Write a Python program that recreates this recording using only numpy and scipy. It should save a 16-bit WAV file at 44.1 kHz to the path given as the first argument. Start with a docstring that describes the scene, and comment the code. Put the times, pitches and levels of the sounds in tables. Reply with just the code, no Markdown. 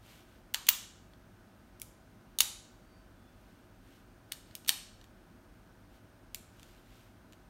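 """Sharp metal clicks, close by, in a small, quiet room with a faint hum: a revolver is worked by hand.
The cylinder is swung shut, the hammer cocked and eased down, and the cylinder turned until it locks.
Each click is steel hitting steel. The hands stop the ringing within milliseconds, so it is the room
that carries the click on. Fingers and sleeves rustle in between."""
import sys
import numpy as np
from scipy import signal
from scipy.fft import rfft, irfft, next_fast_len
from scipy.io import wavfile
from scipy.ndimage import uniform_filter1d

SR = 44100
rng = np.random.default_rng(int(sys.argv[2]) if len(sys.argv) > 2 else 0)


def to_wav(s):
    """Save 16-bit WAV."""
    ch = np.atleast_2d(s).T  # columns
    pcm = np.round(np.clip(ch, -1, 1) * 32767)  # PCM
    wavfile.write(sys.argv[1], SR, pcm.astype(np.int16))


N = 330309

# where the five bands of a click start (knock, clack, snap, tick, ping): f/Hz
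BANDS_HZ = [400, 2000, 5000, 9500, 14500]
TOP_HZ = 15950  # upper limit of the sound
PAD = 256  # samples of silence on each side of a click


def gun_clicks(crack_db):
    """The moving parts hit the frame, each at its own place, with its own loudness and brightness."""
    # hits of the latch, cylinder, hammer and trigger: t/s, level/dB, brightness/(dB per octave), place
    hits = [(0.5397, -33.5, 4.5, "cylinder"), (0.5446, -24.5, -3, "cylinder"),
            (0.6677, -38.5, 0, "cylinder"), (0.6716, -41, -1, "cylinder"), (0.6849, -36, 0.5, "cylinder"),
            (0.687, -21, -3, "cylinder"), (0.689, -13, 1, "cylinder"), (1.817, -35.5, 4.5, "stop"),
            (2.3872, -23, 2.5, "cocking"), (2.3916, -37, -2, "cocking"), (2.4045, -18.5, -1.03, "cocking"),
            (2.406, -13.7, 1, "cocking"), (4.3208, -30.5, 0, "lowering"), (4.5523, -36, 2.5, "lowering"),
            (4.6792, -35, 2.5, "lowering"), (4.682, -34, 4, "lowering"), (4.6845, -27.5, 2.5, "lowering"),
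            (4.692, -16, -0.76, "lowering"), (6.346, -32.5, 1.9, "stop")]
    # names of the four ways the frame is struck
    places = ["cylinder", "cocking", "lowering", "stop"]
    shares_db = np.array([-18.5, -4, -6, -8, -9.5])  # each band's share at a brightness of zero
    centres_hz = np.sqrt(np.multiply(BANDS_HZ, BANDS_HZ[1:] + [TOP_HZ]))
    octaves = np.log2(centres_hz / 6972)  # brightness tips the bands around this pitch
    out = np.zeros(N)
    for start, level_db, bright_db, place in hits:
        hit = steel_hit(places.index(place), level_db, crack_db)
        band_db = level_db + shares_db + bright_db * octaves
        add(out, start - PAD / SR, shape_click(hit, band_db))
    add(out, 0.689, amp(-8) * latch_ring())  # the latch drops home
    return out


def steel_hit(place, level_db, crack_db, rise_s=0.00037, chatter_s=0.0014, crack_fade_s=0.005):
    """Steel meets steel: the surfaces chatter for a moment while the hand-held gun rings briefly."""
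    # the gun's ringing tones: f/Hz, time to fade 60 dB/s, then level/dB for each place struck
    # (cylinder, cocking, lowering, stop)
    tones = [(810, 0.0098, -16, -22.5, -8.5, -22), (1050, 0.0089, -15.5, -10, -11.5, -17),
             (1758, .012, -6.5, -19.5, 3, 2), (2200, .01, -18, -20, -25.5, -1),
             (2990, 0.012, -2, -1.5, 0.5, -15), (3400, 0.01, -3, -14, -2, -1),
             (3760, 0.011, -7.5, 2.5, 1.5, -9.5), (4390, 0.0069, -6.5, 3.5, 3, -6.5),
             (5350, .008, -9, -8.5, -1, -9.5), (5890, 0.013, -7, -5.5, -8, -3),
             (6560, 0.015, -6, -2.5, -8, -5.5), (7280, 0.0087, -1, -4.5, -17, 2),
             (8525, .01, -5.5, -5.5, 2, -3), (8670, 0.0051, -10, -3.5, -8.5, 0.5),
             (9680, .008, -9.5, 1, -6.5, 3.5), (10970, 0.0074, -6.5, 0.5, -12, 5),
             (11700, .01, -2.5, -2.5, -1.5, -2), (12920, 0.0054, -1.5, -7.5, -14, 3),
             (14100, 0.0072, -3, -10, 0, 7), (15400, 0.01, -3, -8.5, -6, -16)]
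    t = np.arange(2048) / SR
    hz, fade_s, *place_db = np.transpose(tones)[:, :, None]
    phase = rng.random((len(tones), 1))
    ring = (amp(place_db[place] - 60 * t / fade_s) * np.sin(2 * np.pi * (hz * t + phase))).sum(0)
    crack = rng.standard_normal(len(t)) * amp(-60 * np.maximum(t - chatter_s, 0) / crack_fade_s)
    ring_db = -0.12 * max(-21 - level_db, 0)  # a light hit rings less
    attack = np.minimum(t / rise_s, 1)
    return (amp(ring_db) * unit_level(ring) + amp(crack_db) * unit_level(crack)) * attack


def shape_click(hit, band_db, bass_hz=680):
    """Sets a click's strength in each band and cuts the bass, which so small an object cannot give off."""
    padded = np.pad(hit, PAD)
    spectrum, hz = rfft(padded), np.fft.rfftfreq(len(padded), 1 / SR)
    band = np.maximum(np.digitize(hz, BANDS_HZ) - 1, 0)
    energy = np.bincount(band, abs(spectrum) ** 2) / len(spectrum)
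    power = energy / (0.003 * SR)  # as if it all came within 3 ms
    gain_db = uniform_filter1d((band_db - 10 * np.log10(power))[band], size=31)
    bass_cut = 1 / (1 + (bass_hz / (hz + 1)) ** 6)
    return irfft(spectrum * amp(gain_db) * bass_cut)


def latch_ring(rise_s=0.0006):
    """The closing latch gives a thin, very high ring of its own."""
    # the latch's ringing tones: f/Hz, time to fade 60 dB/s, level/dB
    tones = [(14300, 0.013, -7), (15100, 0.019, 0), (15660, .012, -12)]
    t = np.arange(2048) / SR
    phase = rng.random()
    ring = sum(amp(db - 60 * t / fade_s) * np.sin(2 * np.pi * (hz * t + phase))
               for hz, fade_s, db in tones)
    return ring * np.minimum(t / rise_s, 1)


def loose_parts():
    """Loose parts tick faintly as the grip shifts."""
    # light touches of steel: t/s, level/dB, brightness/(dB per octave)
    touches = [(1.1351, -57.5, -7), (1.7986, -58.5, 7), (4.317, -48, -6), (4.5106, -57, -6),
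               (4.6476, -52.5, -1), (4.6626, -51, -2), (4.6758, -50, 4), (5.0134, -54, -3),
               (5.0418, -55, -1.5), (6.596, -54.5, -0.5), (6.6304, -51, 0), (7.3239, -57.5, 0.5),
               (7.3322, -55, -2)]
    shares_db = np.array([-9, -3, -6, -10, -18])  # each band's share of a tick
    octaves = np.log2(np.maximum(BANDS_HZ, 1000) / BANDS_HZ[1])
    out = np.zeros(N)
    for start, level_db, bright_db in touches:
        hit = steel_hit(0, level_db, crack_db=0)  # struck at the cylinder
        band_db = level_db + shares_db + bright_db * octaves
        add(out, start - PAD / SR, shape_click(hit, band_db))
    return out


def near_echoes(sound):
    """The desk and the near wall throw each click back within a few milliseconds."""
    # single bounces: delay/s, level/dB
    bounces = [(.0056, -17.5), (.0068, -22.5), (.0094, -23.5), (.0112, -19), (.0128, -22), (.0142, -24)]
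    echo = np.zeros(SR // 10)
    for delay, db in bounces:
        add(echo, delay, amp([db]))
    return signal.oaconvolve(sound, echo)[:N]


def room_echo(sound, tail_db=-10.5, scatter_db=-17, scatter_fade_s=0.049, delay_s=0.0034):
    """Sound scatters off the furniture, then blurs into a tail whose highest treble dies first."""
    # tone colour of the tail: f/Hz, level/dB
    colour = [(200, -2), (500, 4), (1000, 7.5), (2000, -1), (3000, -5.5), (4500, -4.5), (6500, -2),
              (9000, -2), (10500, -1.5), (12500, -0.5), (14000, 0.5), (15500, -4.5)]
    # how long the tail lasts: f/Hz, time to fade 60 dB/s
    fade_times = [(300, .45), (1000, 0.41), (3000, 0.57), (7000, 0.56), (11000, .39), (16000, 0.18)]
    t = np.arange(SR) / SR
    hz, frame_s, frames = signal.stft(rng.standard_normal(SR), SR, nperseg=256)
    frames *= amp(curve_at(colour, hz)[:, None] - 60 * frame_s / curve_at(fade_times, hz)[:, None])
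    fade_in = np.clip(t / delay_s - 1, 0, 1)
    tail = signal.istft(frames, SR, nperseg=256)[1][:SR] * fade_in
    scatter = rng.standard_normal(SR) * amp(-60 * t / scatter_fade_s) * (t > delay_s)
    echo = amp(tail_db) * tail / np.linalg.norm(tail) + amp(scatter_db) * scatter / np.linalg.norm(scatter)
    return signal.fftconvolve(sound, echo)[:N]


def rustle(grain_db=1.5):
    """Sleeves and skin rub in soft swells of noise, grainy where the cloth catches."""
    # hand movements: middle t/s, length/s, level/dB
    moves = [(0.11, 0.25, -60.5), (0.31, 0.25, -71), (3.473, .5, -75.5), (3.931, 0.24, -68.5),
             (4.512, 0.13, -69), (5.95, 0.13, -71), (6.686, 0.4, -66.5), (6.981, 0.31, -66.5)]
    # tone colour of sliding cloth: f/Hz, level/dB
    cloth = [(300, -1), (1500, -1), (3000, 3.5), (5000, -3.5), (8000, -6.5), (10500, -10.5), (13000, -6),
             (16000, -15)]
    swells = np.zeros(N)
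    for middle, length, level_db in moves:
        add(swells, middle - length / 2, amp(level_db) * arch(length))
    catches = wobble(120)
    return swells * noise(cloth) * amp(grain_db * catches)


def grip_squeaks(pitch_wobble=0.0061):
    """Faint, thin squeaks swell and fade as the grip changes, a little unsteady in pitch."""
    # squeaks: middle t/s, length/s, level/dB, f/Hz
    squeaks = [(2.955, 0.29, -74, 4600), (3.27, 0.34, -77, 3460)]
    out = np.zeros(N)
    for middle, length, level_db, hz in squeaks:
        swell = arch(length) ** 2
        pitch_hz = hz * (1 + pitch_wobble * wobble(200)[:len(swell)])
        tone = np.sin(2 * np.pi * np.cumsum(pitch_hz) / SR)
        add(out, middle - length / 2, amp(level_db) * swell * tone)
    return out


def background(waver=0.85, hum_db=-1):
    """The room's air rumbles softly, the microphone hisses, and a faint hum wavers."""
    # tone colour of the room's air: f/Hz, level/dB
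    rumble = [(19, -33), (32, -1.5), (49, 2), (76, -8), (107, -1.5), (135, -10.5), (173, -6), (247, -5.5),
              (330, -10), (360, -11), (387, -16), (631, -16), (698, -19), (750, -16.5), (1000, -22.5),
              (1300, -51), (2200, -120)]
    # tone colour of the microphone's hiss: f/Hz, level/dB
    hiss = [(590, -30.5), (1000, -4), (1150, -5.5), (1290, -3.5), (1330, -4), (1530, -2.5), (1880, -9.5),
            (3000, -13.5), (3600, -15.5), (6600, -19.5), (7320, -23.5), (9200, -19), (10600, -27),
            (11600, -21.5), (15400, -24)]
    # tones of the hum: f/Hz, relative level/dB
    hum_tones = [(102.3, -69), (360.7, -75), (613.7, -79.5), (656.8, -77), (775.2, -83.5), (1244, -82.5),
                 (1507, -81.5)]
    t = np.arange(N) / SR
    steps_s = np.arange(0, t[-1] + 1, 0.1)
    hum = np.zeros(N)
    for hz, db in hum_tones:
        drift = np.interp(t, steps_s, np.cumsum(rng.standard_normal(len(steps_s))))
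        hum += amp(db + hum_db) * np.sqrt(2) * np.sin(2 * np.pi * hz * t + waver * drift)
    return hum + amp(-59.5) * noise(rumble) + amp(-68) * noise(hiss)


def amp(db):
    """Turns decibels into a number to multiply by."""
    return 10 ** (np.asarray(db) / 20)


def unit_level(x):
    """Scales a signal to an average strength (rms) of one."""
    return x / np.sqrt(np.mean(x ** 2) + 1e-20)


def curve_at(points, hz):
    """Reads between (f/Hz, value) points, with octaves evenly spaced."""
    f, value = np.transpose(points)
    return np.interp(np.log(hz + 1), np.log(f + 1), value)


def add(mix, start_s, sound):
    """Lays a sound into the mix at the given time."""
    part = mix[max(round(start_s * SR), 0):][:len(sound)]
    part += sound[:len(part)]


def arch(length_s):
    """A smooth rise from zero to one and back."""
    return np.sin(np.linspace(0, np.pi, int(length_s * SR)))


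def wobble(samples):
    """Random ups and downs, smoothed over this many samples."""
    return unit_level(uniform_filter1d(rng.standard_normal(N), size=samples))


def noise(colour):
    """Steady noise with the given tone colour."""
    size = next_fast_len(N)
    gain = amp(curve_at(colour, np.fft.rfftfreq(size, 1 / SR)))
    return unit_level(irfft(rfft(rng.standard_normal(size)) * gain, size)[:N])


def scene(directions=6):
    """The gun sounds different in each direction: one reaches the microphone, the room blends the rest."""
    ticks = loose_parts()
    direct = gun_clicks(crack_db=-5) + ticks
    sideways = [gun_clicks(crack_db=0) + ticks for _ in range(directions)]
    echo = near_echoes(sideways[0]) + sum(room_echo(x) for x in sideways) / np.sqrt(directions)
    return (direct + echo + rustle() + grip_squeaks() + background())[None]


def record(dry):
    """Cuts off the very highest treble."""
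    treble_cut = signal.firwin(255, TOP_HZ, window=("kaiser", 8), fs=SR)
    return signal.oaconvolve(dry, treble_cut[None], "same")


dry = scene()
out = record(dry)
to_wav(out)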